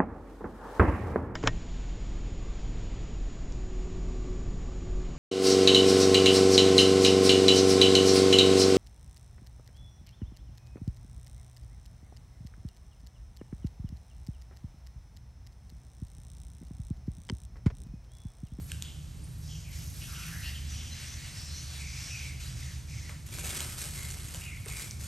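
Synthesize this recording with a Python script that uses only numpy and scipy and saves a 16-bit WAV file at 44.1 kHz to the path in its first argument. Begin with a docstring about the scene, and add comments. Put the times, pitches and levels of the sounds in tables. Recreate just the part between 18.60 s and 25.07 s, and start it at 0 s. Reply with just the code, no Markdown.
"""Twigs snap and a fence wire pings over a low rumble and far engines: monkeys climb in a dry forest.
Soft rubbing and swishing comes and goes, the noise of sliding friction, with a few faint chirps early on.
Near the end hands and feet knock the mesh while dry leaves crunch in several pushes.
Pings, snaps and thuds are damped vibrations; the crunch is a swarm of tiny fractures.
The trunks scatter all these near sounds into echoes."""
import sys
import numpy as np
from scipy import signal
from scipy.fft import rfft, irfft
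from scipy.io import wavfile
from scipy.ndimage import uniform_filter1d

SR = 44100
rng = np.random.default_rng(int(sys.argv[2]) if len(sys.argv) > 2 else 0)


def output_pcm(signal):
    """Save a mono or channel-first signal as 16-bit PCM at the path in sys.argv[1].

    Samples are clipped to [-1, 1] before scaling.
    """
    pcm = np.clip(np.atleast_2d(signal).T, -1, 1) * 32767
    wavfile.write(sys.argv[1], SR, np.round(pcm).astype(np.int16))


N = 285327
TIME, FREQS = np.arange(N) / SR, np.fft.rfftfreq(N, 1 / SR)

# Spectra of the noises. Each row: frequency in Hz, relative spectral density in dB.
RUMBLE_COLOUR = [(22, -53), (36, -6.5), (50, 3.5), (80, 3.5), (105, 2.5), (150, -0.5), (175, -6),
                 (205, -19.5), (250, -16.5), (340, -23), (480, -33), (900, -41)]
AIR_COLOUR = [(200, -4), (600, 4), (1100, 1), (2500, -1), (5000, 0.5), (9000, -0.5), (11800, -2.5)]
RUB_COLOUR = [(250, -21.5), (600, -8), (1000, -7), (1600, -1), (2500, 1.5), (3400, 2), (4300, 1.5),
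              (6200, 1), (9000, -2), (11800, -5)]
FIZZ_COLOUR = [(4000, -32), (8000, -4), (11500, 3.5)]
RATTLE_COLOUR = [(200, -38), (500, -5), (1400, -5.5), (4000, -18)]
CRISP_COLOUR = [(500, -63), (1300, -12.5), (2400, -10), (4000, -11), (6000, -9.5), (8500, -7.5),
                (11900, -9)]
BODY_COLOUR = [(150, 3), (280, -2.5), (370, -3), (500, -5.5), (800, -8), (1300, -7), (2200, -27),
               (4000, -23)]
# Envelopes of three far engines and of the fizz in the rubbing. Each row: time in seconds, level in dB.
DRONE_LEVEL = [(0, -45), (1.7, -50), (2.08, -37.5), (2.45, -51), (3.1, -44), (3.9, -43), (4.7, -47.5),
               (6.47, -46.5)]
HUM_LEVEL = [(1.9, -57), (2.5, -52), (3.4, -51), (4.15, -45), (4.45, -68), (6.47, -53)]
REV_LEVEL = [(0, -68), (.95, -46), (1.35, -59), (1.75, -47.5), (2.2, -85)]
FIZZ_LEVEL = [(.1, -50), (.42, -94), (.7, -57.5), (1.05, -58), (1.2, -47.5), (1.85, -44.5), (2.1, -64.5)]
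# A faint far whine. Each row: time in seconds, pitch in Hz, level in dB.
WHINE = [(1.7, 218, -67), (2.3, 221, -58.5), (3, 209.6, -69.5), (6.47, 213.3, -61.5)]
# A bird's whistle. One row: start and length in seconds, first and limiting pitch in Hz, level in dB.
WHISTLE = (.629, .031, 7600, 9650, -52)
# Raspy chirps and soft swishes. Each row: start and length in seconds, centre pitch in Hz,
# glide as a share of that pitch, starting bandwidth in Hz, relative level in dB.
CHIRPS = [(.238, 0.095, 3160, -0.024, 750, -46.5), (.888, 0.093, 3145, -0.068, 620, -48),
          (1.405, 0.067, 2850, 0.24, 1100, -44), (1.535, .19, 2654, -0.36, 1300, -45),
          (1.812, 0.13, 4460, 0.16, 1300, -45.5), (1.83, 0.077, 2924, 0.078, 604, -39.5),
          (1.944, 0.056, 3050, -0.21, 450, -46)]
SWISHES = [(1.046, 0.15, 2206, -.3, 704, -56.5), (1.4, 0.5, 5950, .06, 400, -55),
           (1.473, 0.24, 1404, -0.087, 437, -51), (1.67, 0.31, 1856, 0.2, 625, -47.5),
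           (2.09, 0.13, 5830, -0.095, 1000, -47.5), (2.129, 0.34, 3020, -0.11, 920, -50.5),
           (2.3, 0.477, 1978, -0.0028, 800, -53.5), (2.47, 0.11, 5950, 0.083, 1300, -46.5),
           (2.74, 0.24, 5320, 0.021, 1200, -48.5), (2.87, 0.33, 4350, 0.072, 604, -50.5),
           (2.94, 0.13, 5930, 0.064, 1200, -45.5), (3.38, 0.26, 5790, 0.075, 1400, -46.5),
           (3.19, 0.33, 2303, -0.051, 477, -48.5), (3.485, 0.25, 2388, -0.22, 554, -44),
           (3.99, 0.15, 2028, -0.2, 654, -52.5), (4.279, 0.29, 2108, -0.22, 506, -53),
           (4.715, 0.31, 2270, -.16, 351, -52), (5.359, 0.17, 2134, -0.027, 300, -49),
           (5.815, .17, 2378, -0.25, 680, -44), (6.092, 0.19, 2300, -0.012, 480, -46.5)]
# Rubbing strokes. Each row: start and length in seconds, relative levels of grains and of hiss in dB.
STROKES = [(0.075, 0.021, -59, -66), (.222, 0.039, -64, -64.5), (0.822, 0.24, -72, -50.5),
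           (1.106, 0.26, -64, -50.5), (1.328, .77, -59.5, -52), (2.082, 0.56, -58, -50),
           (2.64, 0.14, -58.5, -57), (2.752, 0.44, -57.5, -53), (3.187, 0.5, -57.5, -46.5),
           (3.786, 0.1, -57, -61), (3.953, 0.24, -63, -54), (4.274, 0.23, -60.5, -50.5)]
# Wire pings. Each row: start in seconds, pitch in Hz, spread of nearby modes to either side in Hz,
# decay time in seconds, level in dB.
PINGS = [(.12, 3000, 50, 0.025, -58), (2.315, 4090, 111, 0.028, -44.5), (2.318, 6130, 130, .016, -41),
         (3.6, 2265, 131.5, 0.11, -53)]
# Snapping twigs and wires. Each row: start in seconds, ring pitch in Hz, ring level in dB,
# crack pitch in Hz, crack level in dB.
SNAPS = [(0.1185, 1570, -38, 8400, -25), (0.1181, 2940, -26, 6640, -27), (0.2234, 3640, -25, 6630, -22),
         (4.494, 2140, -33.5, 5970, -55), (5.0052, 3220, -25, 6950, -20.5), (5.5116, 2000, -48, 7300, -25),
         (5.746, 3100, -32.5, 7100, -28.5), (6.06, 1980, -42.5, 8700, -28), (6.3105, 5700, -28, 6200, -31)]
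# Blows on the mesh. Each row: start in seconds, thud pitch in Hz, levels of thud and of rattle in dB.
KNOCKS = [(4.494, 496, -54, -46), (4.782, 342, -43, -46.5), (4.838, 490, -43, -44),
          (4.928, 365, -44, -45.5), (4.967, 347, -42, -52), (5.005, 338, -47, -43.5),
          (5.745, 510, -54, -46.5), (6.063, 420, -38.5, -49)]
# Pushes through dry leaves. Each row: start in seconds, length in seconds, relative level in dB.
PUSHES = [(4.655, 0.054, -54), (4.712, 0.095, -47.5), (4.83, 0.18, -42), (5.03, 0.097, -46),
          (5.17, 0.09, -44), (5.32, 0.18, -47.5), (5.53, 0.31, -50.5), (5.85, 0.31, -59.5),
          (6.07, 0.17, -47), (6.18, 0.038, -48.5), (6.39, 0.24, -50)]
# Likeness of the noise at the two microphone ports. Each row: frequency in Hz, correlation from 0 to 1.
PORT_CORRELATION = [(60, 1), (150, 0.9), (400, 0.84), (1000, 0.48), (2200, 0.93), (12000, 1)]
# Phase between the ports. 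Each row: frequency in Hz, lead of the left port in radians.
PORT_PHASE = [(0, 0), (950, .3), (1800, -.3), (3250, .8), (5500, .05), (8750, .1), (9300, -1.6),
              (10250, -3.14), (11700, -6.1), (12750, -6.5), (13300, -9.4), (14400, -9.5), (14700, -12.5)]
# The microphone's treble roll-off. Each row: frequency in Hz, gain in dB.
TREBLE = [(11700, 0), (13000, -17), (13400, -42), (14800, -22)]


def gain_of(db):
    """Amplitude grows tenfold with every 20 dB."""
    return 10 ** (np.asarray(db) / 20)


def unit_rms(x):
    """Normalisation to a mean power of one."""
    return x / np.sqrt(np.mean(x ** 2) + 1e-20)


def spectrum(points):
    """Interpolation on a logarithmic frequency axis."""
    hz, value = np.transpose(points)
    return np.interp(np.log(FREQS + 1), np.log(hz + 1), value)


def follow(rows, column=1):
    """Linear interpolation of one column in time."""
    rows = np.asarray(rows)
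    return np.interp(TIME, rows[:, 0], rows[:, column])


def add(mix, start, sound):
    """Superposition: a mono sound joins both channels at its start time."""
    part = mix[:, max(round(start * SR), 0):][:, :len(sound)]
    part += sound[:part.shape[1]]


def wander(hz):
    """Low-passed noise gives a random fluctuation of unit rms."""
    return unit_rms(irfft(rfft(rng.standard_normal(N)) / (1 + (FREQS / hz) ** 4), N))


def coloured(drive, colour):
    """Partial coherence: two independent signals are filtered, then mixed as sum and difference."""
    common, apart = rfft(drive) * gain_of(spectrum(colour))
    correlation = np.clip(spectrum(PORT_CORRELATION), 0, 1)
    common, apart = common * np.sqrt(1 + correlation), apart * np.sqrt(1 - correlation)
    return unit_rms(irfft(np.array([common + apart, common - apart]), N))


def crackle(per_s, spread_db, hiss, decay_s=0.0016):
    """Shot noise: tiny fractures of unequal size each release a decaying burst, over a smooth hiss."""
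    sizes = gain_of(spread_db * np.minimum(rng.exponential(1, N), 3.3))
    impulses = sizes * (rng.random(N) < per_s / SR)
    bursts = unit_rms(signal.lfilter([1], [1, -np.exp(-1 / (decay_s * SR))], impulses))
    return unit_rms(rng.standard_normal((2, N)) * np.hypot(bursts, hiss))


def patchy(x, depth_db):
    """Different leaves resonate at different pitches, so the spectrum varies from moment to moment."""
    frames = signal.stft(x, nperseg=512, noverlap=384)[2]
    patches = uniform_filter1d(rng.standard_normal(frames.shape[1:]), size=7, axis=0)
    patches = unit_rms(uniform_filter1d(patches, size=14, axis=1))
    return unit_rms(signal.istft(frames * gain_of(depth_db * patches), nperseg=512, noverlap=384)[1][:, :N])


def efforts(rows, attack_s, release_s):
    """Incoherent sounds add in power; each effort rises, holds and dies away."""
    power = np.zeros(N)
    for start, length, db, *_ in rows:
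        rise = np.clip((TIME - start) / attack_s, 0, 1)
        fall = np.exp(-np.maximum(TIME - start - length, 0) / release_s)
        power += (gain_of(db) * rise * fall) ** 2
    return np.sqrt(power)


def narrowband(noise, width_hz, skirt=2.4):
    """A resonance driven by noise fluctuates in amplitude and phase at a rate set by its bandwidth."""
    hz = np.fft.fftfreq(len(noise), 1 / SR)
    swing = np.fft.ifft(np.fft.fft(noise) / (1 + abs(2 * hz / width_hz) ** skirt))
    return swing / np.std(swing)


def glides(rows, skew, grain, narrowing):
    """Noise in a gliding resonance gives a fuzzy whistle; narrowing is its final share of bandwidth."""
    out = np.zeros((2, N))
    for start, length, pitch_hz, glide, width_hz, db in rows:
        progress = np.linspace(0, 1, min(int(length * SR), SR))
        noise = rng.standard_normal((3, SR))
        drive = noise[0] + 1j * noise[1]
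        broad, narrow = (narrowband(drive, w)[:len(progress)] for w in (width_hz, width_hz * narrowing))
        band = (1 - progress) * broad + progress * narrow
        hz = pitch_hz * (1 + glide * (progress - .5))
        carrier = np.exp(2j * np.pi * np.cumsum(hz) / SR)
        flicker = 1 + grain * unit_rms(uniform_filter1d(noise[2], size=120))[:len(progress)]
        swell = np.sin(np.pi * progress ** skew).clip(0) ** 0.5
        add(out, start, gain_of(db) * swell * unit_rms((band * flicker * carrier).real))
    return out


def forest_echoes(x, t60_s):
    """Scattering from trunks returns sparse echoes that decay exponentially."""
    t = np.arange(SR // 2) / SR
    taps = rng.standard_normal((2, len(t))) * (rng.random((2, len(t))) < .05)
    taps *= (t > .005) * gain_of(-60 * t / t60_s)
    taps = taps + 0.64 * taps[::-1]  # each side shares the other's echoes
    return signal.fftconvolve(x, taps / np.linalg.norm(taps[0]), axes=1)[:, :N]


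def ground_bounce(x, delay_s, bounce_db):
    """Interference with one early reflection acts as a comb filter."""
    bounce = gain_of(bounce_db)
    comb = 1 + bounce * np.exp(-2j * np.pi * FREQS * delay_s)
    return irfft(rfft(x) * comb, N) / np.hypot(1, bounce)


def background():
    """Filtered random noise makes a low, wavering rumble and the hiss of still air."""
    swell = gain_of(.8 * wander(3))
    rumble = gain_of(-43) * swell * coloured(rng.standard_normal((2, N)), RUMBLE_COLOUR)
    air = gain_of(-57) * coloured(rng.standard_normal((2, N)), AIR_COLOUR)
    return rumble + air


def engine(hz, db):
    """The long path through the trees modulates an engine tone in frequency and amplitude."""
    cycles = np.cumsum(hz + 1.493 * wander(5.06)) / SR
    return np.sqrt(2) * np.sin(2 * np.pi * cycles) * (1 + 0.048 * wander(2.5)) * gain_of(db)


def engines(drone_hz=74.4, hum_hz=127.2, rev_top_s=0.549, rev_period_s=.6):
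    """Four far tones superpose: a drone, a hum, one that revs early on and a faint whine."""
    rev_hz = 156.5 + 7.1 * np.cos(2 * np.pi * (TIME - rev_top_s) / rev_period_s)
    steady = engine(drone_hz, follow(DRONE_LEVEL)) + engine(hum_hz, follow(HUM_LEVEL))
    return steady + engine(rev_hz, follow(REV_LEVEL)) + engine(follow(WHINE), follow(WHINE, column=2))


def chirping(rise_s=.011):
    """Narrowband noise makes raspy chirps; a bird's whistle is a pure tone that rises and levels off."""
    chirps = gain_of(-5.5) * glides(CHIRPS, skew=0.65, grain=0.3, narrowing=.9)
    start, length, first_hz, top_hz, db = WHISTLE
    t = np.arange(0, length, 1 / SR)
    hz = top_hz + (first_hz - top_hz) * np.exp(-t / rise_s)
    swell = gain_of(db) * np.sin(np.pi * t / length)
    add(chirps, start, swell * np.sin(2 * np.pi * np.cumsum(hz) / SR))
    return chirps


def swishing(hiss_hz=5805, hiss_glide=.06, hiss_width_hz=2650):
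    """Noise excites resonances: swishes narrow as they die, and each stroke has a slightly rising hiss."""
    hisses = [(start, length, hiss_hz, hiss_glide, hiss_width_hz, db) for start, length, _, db in STROKES]
    swishes = gain_of(-3.5) * glides(SWISHES, skew=0.51, grain=0.16, narrowing=.58)
    return swishes + gain_of(-4) * glides(hisses, skew=0.67, grain=0.26, narrowing=1)


def rubbing():
    """Sliding friction sheds dense fine grains stroke by stroke, with a dry fizz early on."""
    grains = patchy(coloured(crackle(per_s=3500, spread_db=2.2, hiss=2.2), RUB_COLOUR), depth_db=1.5)
    level = efforts(STROKES, attack_s=0.021, release_s=0.076) * gain_of(10 + 1.8 * wander(3.9))
    fizz = coloured(crackle(per_s=2500, spread_db=1.4, hiss=0.41), FIZZ_COLOUR)
    return grains * level + fizz * gain_of(follow(FIZZ_LEVEL))


def wire_pings(nearby_modes=5, attack_s=0.0094):
    """A wire rings in damped modes whose close frequencies beat against each other."""
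    out, t = np.zeros((2, N)), np.arange(SR * 3 // 4) / SR
    for start, pitch_hz, spread_hz, decay_s, db in PINGS:
        offsets, phases = rng.uniform(-1, 1, (2, nearby_modes, 1))
        neighbours = np.sin(2 * np.pi * (pitch_hz + spread_hz * offsets) * t + np.pi * phases).sum(0)
        ring = unit_rms(np.sin(2 * np.pi * pitch_hz * t) + 1.2 * neighbours)
        envelope = np.minimum(t / attack_s, 1) * np.exp(-t / decay_s)
        add(out, start, gain_of(db) * envelope * ring)
    return out


def snaps(swell_cycles=1.03, splinter_s=0.0026, splinter_db=-8):
    """A break excites two heavily damped modes, a ring and a treble crack, and sprays splinters."""
    out, t = np.zeros((2, N)), np.arange(1024) / SR
    for start, ring_hz, ring_db, crack_hz, crack_db in SNAPS:
        splinters = np.gradient(rng.standard_normal(len(t))) * np.exp(-t / splinter_s)
        snap = gain_of((ring_db + crack_db) / 2 + splinter_db) * splinters
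        for hz, db in ((ring_hz, ring_db), (crack_hz, crack_db)):
            age = hz * t / swell_cycles
            snap += gain_of(db) * np.sin(2 * np.pi * hz * t) * age * np.exp(1 - age)
        add(out, start, snap)
    return out


def knocks(attack_s=0.0018, thud_s=0.0082, rattle_s=0.022):
    """The impact of a hand or foot excites a damped thud in the fence and rattles its loose mesh."""
    thuds, shaking, t = np.zeros((2, N)), np.zeros((2, N)), np.arange(SR // 10) / SR
    attack = np.minimum(t / attack_s, 1)
    for start, pitch_hz, thud_db, rattle_db in KNOCKS:
        thud = np.sin(2 * np.pi * pitch_hz * t) * np.exp(-t / thud_s)
        add(thuds, start, gain_of(thud_db) * attack * thud)
        add(shaking, start, gain_of(rattle_db) * attack * np.exp(-t / rattle_s))
    return thuds + shaking * coloured(rng.standard_normal((2, N)), RATTLE_COLOUR)


def leaf_ticks(per_s=150, spread_db=3.5):
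    """Sparse random impulses are heard singly, as sharp fractures that stand out of the crunch."""
    sizes = gain_of(spread_db * np.minimum(rng.exponential(1, N), 2))
    impulses = sizes * (rng.random(N) < per_s / SR) * rng.choice([-1, 1], (2, N))
    return patchy(coloured(impulses, CRISP_COLOUR), depth_db=2)


def leaf_crunch():
    """Brittle fracture: dry leaves break in clumps at each push, crisp above a duller body."""
    clumps = gain_of(1.2 * wander(70))
    level = efforts(PUSHES, attack_s=0.011, release_s=0.056) * clumps
    fractures = crackle(per_s=1900, spread_db=3.7, hiss=.6)
    thuds = crackle(per_s=600, spread_db=3.2, hiss=.8)
    crisp = patchy(coloured(fractures, CRISP_COLOUR), depth_db=1.5) + .6 * leaf_ticks()
    body = patchy(coloured(thuds, BODY_COLOUR), depth_db=1.6)
    return level * (gain_of(4.5) * crisp + gain_of(-6.5) * body)


def scene():
    """The direct sound of the near sources and their echoes superpose on the far rumble."""
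    swishes = swishing()
    chirps = chirping()
    pings = wire_pings()
    hits = snaps() + knocks()
    leaves = ground_bounce(rubbing() + leaf_crunch(), delay_s=.0054, bounce_db=-16.5)
    scattered = gain_of(-3) * (swishes + chirps) + gain_of(-6.5) * (hits + pings + leaves)
    echoes = forest_echoes(scattered, t60_s=1.0)
    far = (background() + engines()) * gain_of([[-.6], [.6]])  # a little stronger on the right
    return far + leaves + swishes + chirps + pings + hits + echoes


def record(dry, edge_hz=15800):
    """The microphone is a linear filter: dulled treble, a phase shift between ports and a band limit."""
    left, right = rfft(dry) * gain_of(spectrum(TREBLE))
    lag = np.interp(FREQS, *np.transpose(PORT_PHASE))
    ports = irfft(np.array([left, right * np.exp(-1j * lag)]), N)
    lowpass = signal.firwin(511, edge_hz, window=("kaiser", 9), fs=SR)
    return signal.oaconvolve(ports, lowpass[None], "same")


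dry = scene()
out = record(dry)
output_pcm(out)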